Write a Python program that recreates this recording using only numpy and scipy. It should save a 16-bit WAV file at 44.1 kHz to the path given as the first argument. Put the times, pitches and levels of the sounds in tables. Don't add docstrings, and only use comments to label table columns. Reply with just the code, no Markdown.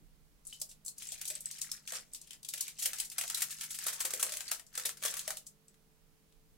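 import sys
import numpy as np
from scipy import signal
from scipy.fft import rfft, irfft, next_fast_len
from scipy.io import wavfile
from scipy.ndimage import uniform_filter1d, map_coordinates

SR = 44100
rng = np.random.default_rng(int(sys.argv[2]) if len(sys.argv) > 2 else 0)


def log_audio(samples):
    frames = np.atleast_2d(samples).T
    limited = np.clip(frames, -1, 1)
    pcm = np.round(limited * 32767).astype(np.int16)
    wavfile.write(sys.argv[1], SR, pcm)


N = 289737

# start_s, level_db, edge_hz, fade_s
FACET_SNAPS = [(0.452, -55.5, 7550, 0.0069), (0.4726, -46, 8200, 0.012), (0.528, -50.5, 3800, .08),
               (0.5988, -49.5, 6330, 0.065), (0.6148, -34, 4770, 0.035), (0.689, -52.5, 5070, 0.13),
               (0.712, -52.5, 3000, 0.065), (0.8482, -49.5, 7700, 0.05), (0.862, -40, 7300, 0.0093),
               (0.881, -38.5, 6200, 0.0072), (0.981, -44.5, 6500, .04), (1.0206, -44, 2600, .07),
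               (1.0703, -44, 6000, 0.024), (1.053, -48, 5500, .017), (1.12, -38, 3300, 0.0041),
               (1.2128, -37.5, 2000, 0.041), (1.254, -39.5, 2570, .01), (1.2769, -35.5, 5000, 0.055),
               (1.3014, -38.5, 2080, 0.067), (1.352, -47.5, 2740, 0.068), (1.4065, -43, 8600, .016),
               (1.457, -44, 4720, 0.025), (1.512, -40, 4930, 0.016), (1.583, -47.5, 4600, 0.056),
               (1.616, -33.5, 4900, 0.0069), (1.716, -35.5, 4670, 0.019), (1.876, -41, 2350, 0.0069),
               (1.9212, -40.5, 1000, 0.011), (1.9349, -40.5, 990, 0.0019), (1.9605, -48.5, 1290, 0.044),
               (2.1348, -45, 6200, 0.014), (2.1475, -41.5, 3900, 0.0056), (2.2145, -49, 5540, 0.019),
               (2.271, -56.5, 2500, .06), (2.308, -46.5, 2280, 0.0066), (2.3317, -48.5, 1970, 0.0057),
               (2.4302, -50.5, 3800, 0.014), (2.448, -44.5, 3100, 0.019), (2.488, -36.5, 3540, 0.012),
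               (2.537, -35, 1800, .025), (2.577, -41.5, 2020, 0.041), (2.6084, -30.5, 4100, 0.033),
               (2.681, -40.5, 2100, 0.0074), (2.7882, -40.5, 2700, 0.16), (2.8211, -33, 2200, .12),
               (2.856, -25.5, 2300, 0.039), (2.9326, -37, 1360, 0.0093), (2.9836, -39.5, 2450, 0.049),
               (2.9992, -30.5, 3170, 0.039), (3.0475, -43, 4240, 0.077), (3.0996, -44, 4500, 0.022),
               (3.1153, -43.5, 2310, 0.077), (3.1819, -29.5, 1460, 0.038), (3.2117, -33, 1900, 0.01),
               (3.2369, -39, 824, 0.019), (3.2774, -39, 2700, .025), (3.2994, -33.5, 1300, 0.015),
               (3.3452, -32.5, 3680, 0.039), (3.3703, -37, 1110, 0.12), (3.4059, -36, 1730, 0.039),
               (3.4195, -27, 1790, 0.049), (3.5043, -40, 1970, 0.13), (3.585, -48.5, 4170, 0.023),
               (3.6105, -36.5, 2140, 0.0032), (3.633, -39.5, 1490, 0.084), (3.704, -39, 3300, 0.11),
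               (3.742, -40.5, 2140, 0.11), (3.788, -37.5, 2020, 0.015), (3.8654, -30, 1150, 0.05),
               (3.883, -32, 1070, 0.0027), (3.928, -38, 1090, 0.079), (4.003, -30.5, 960, 0.08),
               (4.0489, -30, 796, .08), (4.1056, -36.5, 795, 0.03), (4.136, -31.5, 2050, 0.023),
               (4.1946, -35, 1180, 0.11), (4.2272, -24.5, 1000, 0.026), (4.265, -40, 1124, 0.014),
               (4.2936, -40.5, 1520, 0.011), (4.321, -36.5, 1720, 0.0096), (4.3378, -38.5, 1900, 0.01),
               (4.3696, -36, 2310, 0.022), (4.406, -38, 850, 0.012), (4.4834, -45.5, 2800, 0.016),
               (4.515, -28.5, 1090, 0.011), (4.5955, -47.5, 1220, 0.019), (4.666, -56.5, 5280, 0.0071),
               (4.753, -40.5, 1770, 0.018), (4.7762, -32, 1340, 0.028), (4.797, -39, 1650, 0.013),
               (4.853, -29, 1920, 0.077), (4.892, -37, 1100, 0.0099), (4.97, -50, 1790, 0.049),
               (5.02, -49.5, 1440, 0.014), (5.0254, -40, 1510, .008), (5.0363, -33.5, 1490, 0.0093),
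               (5.05, -31, 1040, 0.059), (5.058, -31.5, 1420, .034), (5.0814, -38, 1810, 0.029),
               (5.1395, -38.5, 1170, 0.022), (5.167, -37, 1330, 0.074), (5.1929, -36, 2960, 0.0056),
               (5.2778, -33.5, 790, 0.014), (5.305, -34, 1100, 0.018), (5.37, -40, 3230, 0.016),
               (5.466, -46, 5900, 0.059), (5.6818, -62.5, 4860, 0.017), (5.7417, -67.5, 1108, 0.032),
               (6.3238, -70, 2700, 0.018)]
# start_s, end_s, level_db, edge_hz
FINGER_SQUEEZES = [(0.49, 0.56, -58.5, 4460), (1.011, 1.176, -51.5, 2250), (1.23, 1.36, -51.5, 1800),
                   (1.467, 1.685, -52, 2000), (1.726, 1.77, -55, 1480), (1.901, 1.97, -42.5, 1070),
                   (2.122, 2.367, -66, 2710), (2.556, 2.675, -49.5, 2260), (2.799, 2.893, -46, 1980),
                   (2.936, 3.026, -49, 1470), (3.183, 3.434, -47.5, 1290), (3.495, 3.833, -52, 1500),
                   (3.83, 4.382, -48, 1310), (4.46, 4.55, -50, 1335), (4.757, 4.89, -49, 1290),
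                   (5.052, 5.117, -42.5, 1240), (5.145, 5.355, -55, 1333)]


def amp(db):
    return 10 ** (np.asarray(db) / 20)


def unit(x):
    return x / np.sqrt(np.mean(x ** 2) + 1e-20)


def unit_start(sounds):
    return sounds / np.sqrt(np.mean(sounds[..., :SR // 100] ** 2, axis=(1, 2), keepdims=True) + 1e-20)


def along(points, hz):
    pitches, values = np.transpose(points)
    return np.interp(np.log(hz + 1), np.log(pitches + 1), values)


def wobble(rate):
    return map_coordinates(rng.standard_normal(int(N * rate / SR) + 4), [np.arange(N) * rate / SR])


def filtered(x, response):
    size = next_fast_len(N + SR // 2)
    return irfft(rfft(x, size) * response(np.fft.rfftfreq(size, 1 / SR)), size)[..., :N]


def placed(start_s, sounds):
    at = (np.round(start_s * SR).astype(int)[:, None] + np.arange(sounds.shape[-1])).clip(0).ravel()
    return np.array([np.bincount(at, sounds[:, channel].ravel(), N)[:N] for channel in range(2)])


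def room_air():
    # pitch_hz, level_db
    spectrum = [(12, -33.5), (20, -1.5), (50, -14.5), (77, -21.5), (146, -18), (285, -23), (337, -28),
                (434, -28.5), (590, -30.5), (698, -32), (1660, -36), (4180, -37.5), (4540, -37.5),
                (16000, -39)]
    # pitch_hz, likeness (1 = the same)
    likeness = [(30, 0.051), (150, 0.48), (500, 0.35), (2000, 0.087), (10000, 0.049)]
    # time_s, gain_db
    rumble_levels = [(0, 7.5), (1, -1.5), (4.2, -1), (5.5, -4), (6.5, 3)]

    def response(hz):
        angle = np.arccos(np.clip(along(likeness, hz), -1, 1)) / 2
        return amp(along(spectrum, hz)) * [np.cos(angle), np.sin(angle)]

    mid, side = filtered(rng.standard_normal((2, N)), response)
    air = amp(-67) * unit(np.array([mid + side, mid - side]))
    rumble = filtered(air, lambda hz: 1 / (1 + (hz / 70) ** 4))
    rumble_db = np.interp(np.arange(N) / SR, *np.transpose(rumble_levels))
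    return air - rumble + rumble * amp(rumble_db)


def room_hum():
    # pitch_hz, level_db
    hum_tones = [(156, -78.5), (205, -83.5)]
    # time_s, gain_db
    hum_swell = [(0.6, -0.5), (1.6, 5), (2.2, -2), (3.6, 4.5), (4.6, -2), (5.2, 6.5), (6.0, -2.5)]
    # time_s, level_db
    whine_levels = [(0, -87.5), (5.4, -87.5), (5.55, -81.5), (6.57, -86)]
    t = np.arange(N) / SR

    def tone(hz, db):
        return amp(db + 2 * wobble(3)) * np.sqrt(2) * np.sin(2 * np.pi * hz * t + .6 * wobble(5))

    swell_db = np.interp(t, *np.transpose(hum_swell))
    hum = sum(tone(hz, db + swell_db) for hz, db in hum_tones)
    return hum + tone(441, np.interp(t, *np.transpose(whine_levels)))


def room_echo(x, count=4):
    # pitch_hz, fade_s
    fades = [(300, 0.59), (1000, 0.19), (3000, 0.18), (7500, 0.15), (15000, 0.17)]
    turn = np.arange(N) / SR * 3
    echo = np.zeros((2, N))
    for k in range(count):
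        hz, t, noise = signal.stft(rng.standard_normal((2, SR // 2)), SR, nperseg=256)
        fading = noise * amp(-60 * t / along(fades, hz)[:, None]) * (1 - np.exp(-t / 0.0016))
        tail = signal.istft(fading, SR, nperseg=256)[1]
        distance = abs((turn - k + count / 2) % count - count / 2)
        share = np.cos(np.pi / 2 * np.minimum(distance, 1))
        echo += signal.fftconvolve(x * share, tail / np.linalg.norm(tail[0]), axes=1)[:, :N]
    return echo


def sleeve():
    spectrum = [(60, -16), (150, -1), (350, -11), (700, -32), (3000, -70)]  # pitch_hz, level_db
    cloth = filtered(rng.standard_normal(N), lambda hz: amp(along(spectrum, hz)))
    flap = np.exp(-((np.arange(N) / SR - .03) / 0.029) ** 2)
    return unit(cloth) * amp(-65.5) * flap


def sheet_ring(start_s, db, main_hz):
    # pitch_ratio, level_db, fade_s
    sheet_tones = [(.75, -6.5, 0.052), (.87, -2.5, 0.082), (0.998, 1.5, 0.094), (1.13, -8, 0.11),
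                   (1.45, -25.5, 0.045), (2.1, -22.5, 0.019)]
    finger_damping = 1.45
    ratio, tone_db, fade_s = np.transpose(sheet_tones)[:, :, None]
    t = np.arange(SR // 10) / SR
    shift, strength, phase = rng.standard_normal((len(db), 3, len(ratio), 1)).transpose(1, 0, 2, 3)
    hz = main_hz[:, None, None] * ratio * np.exp(0.049 * shift)
    fade = amp(tone_db + 2 * strength - 60 * finger_damping * t / fade_s)
    tones = fade * np.sin(2 * np.pi * (hz * t + phase))
    ring = tones.sum(1, keepdims=True) * (1 - np.exp(-t / 0.0014))
    return placed(start_s, unit_start(ring).repeat(2, 1) * amp(db - 0.5)[:, None, None])


def pocks():
    # start_s, level_db, pitch_hz
    pops = [(0.6152, -60, 642), (1.12, -65.5, 604), (1.3019, -60.5, 593), (1.9217, -54, 610),
            (1.9588, -61.5, 630), (2.5372, -65, 600), (2.8545, -54.5, 588), (3.1815, -59, 635),
            (3.2126, -59.5, 698), (3.2394, -59, 633), (3.8641, -52.5, 577), (4.0491, -53, 534),
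            (4.1366, -48, 518), (4.2273, -51, 523), (4.2646, -57, 610), (4.3221, -55.5, 630),
            (4.5161, -56.5, 624), (4.7759, -57, 541), (4.853, -54, 576), (5.0207, -59.5, 613),
            (5.05, -47.5, 555), (5.2773, -46, 654), (5.2975, -54.5, 790)]
    start_s, db, edge_hz, _ = np.transpose(FACET_SNAPS)
    octaves = np.log2(edge_hz / 1000)
    grip = np.exp(0.147 * rng.uniform(-1.04, 1, len(db)))
    kick_hz = 721 * 2 ** (0.224 * octaves) * grip
    kick_db = db - 30 - 2.5 * octaves
    return sheet_ring(*np.transpose(pops)) + sheet_ring(start_s, kick_db, kick_hz)


def pings(hz, cycles, size):
    t = np.arange(size) / SR
    phase, offset = rng.standard_normal((2, len(hz), 1, 1))
    hz = hz[:, None, None]
    stereo_phase = 1.5 * offset * np.array([[1], [-1]])
    ring = amp(-60 * t * hz / cycles) * np.sin(2 * np.pi * (hz * t + phase) + stereo_phase)
    return unit_start(ring * (1 - np.exp(-t / 0.0001)))


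def tinkles():
    # start_s, level_db, pitch_hz
    clear_rings = [(0.4691, -46, 9000), (0.527, -47.5, 3025), (0.881, -49, 4330), (1.021, -59, 1920),
                   (1.0893, -43, 7500), (1.3019, -38.5, 7700), (1.353, -41, 8100), (1.4576, -36.5, 8000),
                   (1.615, -45, 7340), (1.7157, -40, 5250), (1.749, -56.5, 1720), (1.8752, -51, 3340),
                   (2.1346, -50, 8400), (2.307, -48.5, 3080), (2.448, -51.5, 3280), (2.6072, -37.5, 7080),
                   (3.198, -46, 7950), (3.3473, -38, 3950), (4.4796, -42, 4480), (4.852, -44, 3800),
                   (5.08, -42, 3390), (5.6827, -61, 7900)]
    start_s, db, edge_hz, _ = np.transpose(FACET_SNAPS)
    scatter = np.exp(.25 * rng.uniform(-1.124, 1, len(db)))
    ring_hz = np.maximum(edge_hz, 1331) * 1.15 * scatter
    faint = placed(start_s, pings(ring_hz, cycles=39, size=3072) * amp(db - 19)[:, None, None])
    start_s, db, hz = np.transpose(clear_rings)
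    return faint + placed(start_s, pings(hz, cycles=86, size=3072) * amp(db)[:, None, None])


def buckles(edge_hz, tilt_db, fade_s, rise_s, shiver_db, shiver_fade_s, spiky, width, size):
    # pitch_hz, level_db
    spectrum = [(300, -20), (900, -3.5), (1400, -0.5), (3000, -2.5), (5000, -2.5), (7800, 1.5),
                (11000, -2.5), (15500, -11)]
    t, hz = np.arange(size) / SR, np.fft.rfftfreq(size, 1 / SR)
    mid, side, left, right, jag = rng.standard_normal((len(fade_s), 5, size)).transpose(1, 0, 2)
    jumps = unit(np.exp(spiky * np.tanh(unit(uniform_filter1d(jag, size=24, axis=1)))))
    fading_jumps = jumps * amp(-60 * t / fade_s[:, None])
    crack = np.stack([mid + width * side, mid - width * side], 1) * fading_jumps[:, None]
    shiver = np.stack([left, right], 1) * amp(shiver_db - 60 * t / shiver_fade_s)
    burst = (crack + shiver) * (1 - np.exp(-t / rise_s))
    edge = edge_hz[:, None]
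    bass_cut_db = 10 * np.log10(1 + (edge / (hz + 1)) ** 6)
    treble_octaves = np.log2(np.maximum(hz / np.maximum(edge, 3000), 1))
    gain_db = along(spectrum, hz) - bass_cut_db + tilt_db[:, None] * treble_octaves
    cepstrum = irfft(np.log(amp(np.maximum(gain_db, -70))))
    colour = irfft(np.exp(rfft(2 * cepstrum[:, :size // 2], size)))
    return unit_start(signal.fftconvolve(burst, colour[:, None], axes=-1)[..., :size])


def crackle(edge_hz_at, tilt_db, ring_db, scatter_db, count):
    start_s = rng.uniform(0, N / SR, count)
    edge, tilt, strength, pitch = rng.standard_normal((count, 4)).T
    edge_hz = edge_hz_at(start_s) * np.exp(.15 * edge)
    cracks = buckles(edge_hz, tilt_db + 2 * tilt, np.full(count, .005), rise_s=0.00058,
                     shiver_db=-3, shiver_fade_s=0.037, spiky=0.99, width=1, size=768)
    ring_hz = edge_hz * np.exp(0.411 * np.minimum(abs(pitch), 2))
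    rings = amp(ring_db) * pings(ring_hz, cycles=29, size=768)
    gain = amp(scatter_db * np.minimum(strength, 2))[:, None, None]
    return unit(placed(start_s, (cracks + rings) * gain))


def finger_effort():
    grab_s, relax_s = 0.02, 0.027
    t = np.arange(N) / SR
    return sum(amp(db) * np.exp(np.minimum(t - start, 0) / grab_s - np.maximum(t - end, 0) / relax_s)
               for start, end, db, _ in FINGER_SQUEEZES)


def creases():
    start_s, end_s, _, broad_hz = np.transpose(FINGER_SQUEEZES)
    small = crackle(lambda t: np.full(len(t), 4800), tilt_db=-5, ring_db=-1, scatter_db=-1, count=1300)
    broad = crackle(lambda t: np.interp(t, (start_s + end_s) / 2, broad_hz),
                    tilt_db=-9, ring_db=-2, scatter_db=1, count=900)
    return finger_effort() * (amp(-1.5) * small + amp(-7) * broad)


def snaps():
    usual_db, usual_fade_s, dull_hz = -39, 0.068, 2800
    start_s, db, edge_hz, fade_s = np.transpose(FACET_SNAPS)
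    fade_s = np.maximum(fade_s, .003)
    tilt_db = 2 - (edge_hz / dull_hz) ** 2 + 0.11 * (db - usual_db)
    tilt_db += 0.55 * np.log2(fade_s / usual_fade_s)
    pan, lead = rng.standard_normal((len(db), 2)).T
    gain = amp(db[:, None, None] - 1.36 + 0.614 * pan[:, None, None] * np.array([[1], [-1]]))
    rise_s = 0.00017 + 0.025 * fade_s[:, None, None]
    bursts = buckles(edge_hz, tilt_db, fade_s, rise_s,
                     shiver_db=-11.5, shiver_fade_s=0.094, spiky=0.18, width=0.6, size=3072)
    lead_ins = buckles(edge_hz, tilt_db, fade_s, rise_s=0.0028,
                       shiver_db=-16.5, shiver_fade_s=0.027, spiky=0.44, width=0.6, size=512)
    lead_in_start_s = start_s - 0.0034 * np.exp(.25 * lead)
    return placed(start_s, bursts * gain) + placed(lead_in_start_s, lead_ins * gain * amp(-16))


def scene():
    # pitch_hz, side_gain_db
    stereo_width = [(250, -13), (500, -6.5), (1000, -2), (2000, -5.5), (4000, -1.5), (8000, 0.5),
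                    (14000, 2)]
    left_delay_s = .00001
    foil = snaps() + tinkles() + creases() + pocks()
    left, right = foil + amp(-4.5) * room_echo(foil)
    mid = (left + right) / 2
    side = filtered((left - right) / 2, lambda hz: amp(along(stereo_width, hz)))
    left = filtered(mid + side, lambda hz: np.exp(-2j * np.pi * hz * left_delay_s))
    background = (room_air() + room_hum()) * amp([[-1.3], [1.3]])
    return np.array([left, mid - side]) * amp([[1.1], [-1.1]]) + background + sleeve()


def record(dry):
    ceiling, top_hz = .2, 16000
    rounded = dry / (1 + (dry / ceiling) ** 4) ** .25
    return filtered(rounded, lambda hz: 1 / np.sqrt(1 + (hz / top_hz) ** 200))


dry = scene()
out = record(dry)
log_audio(out)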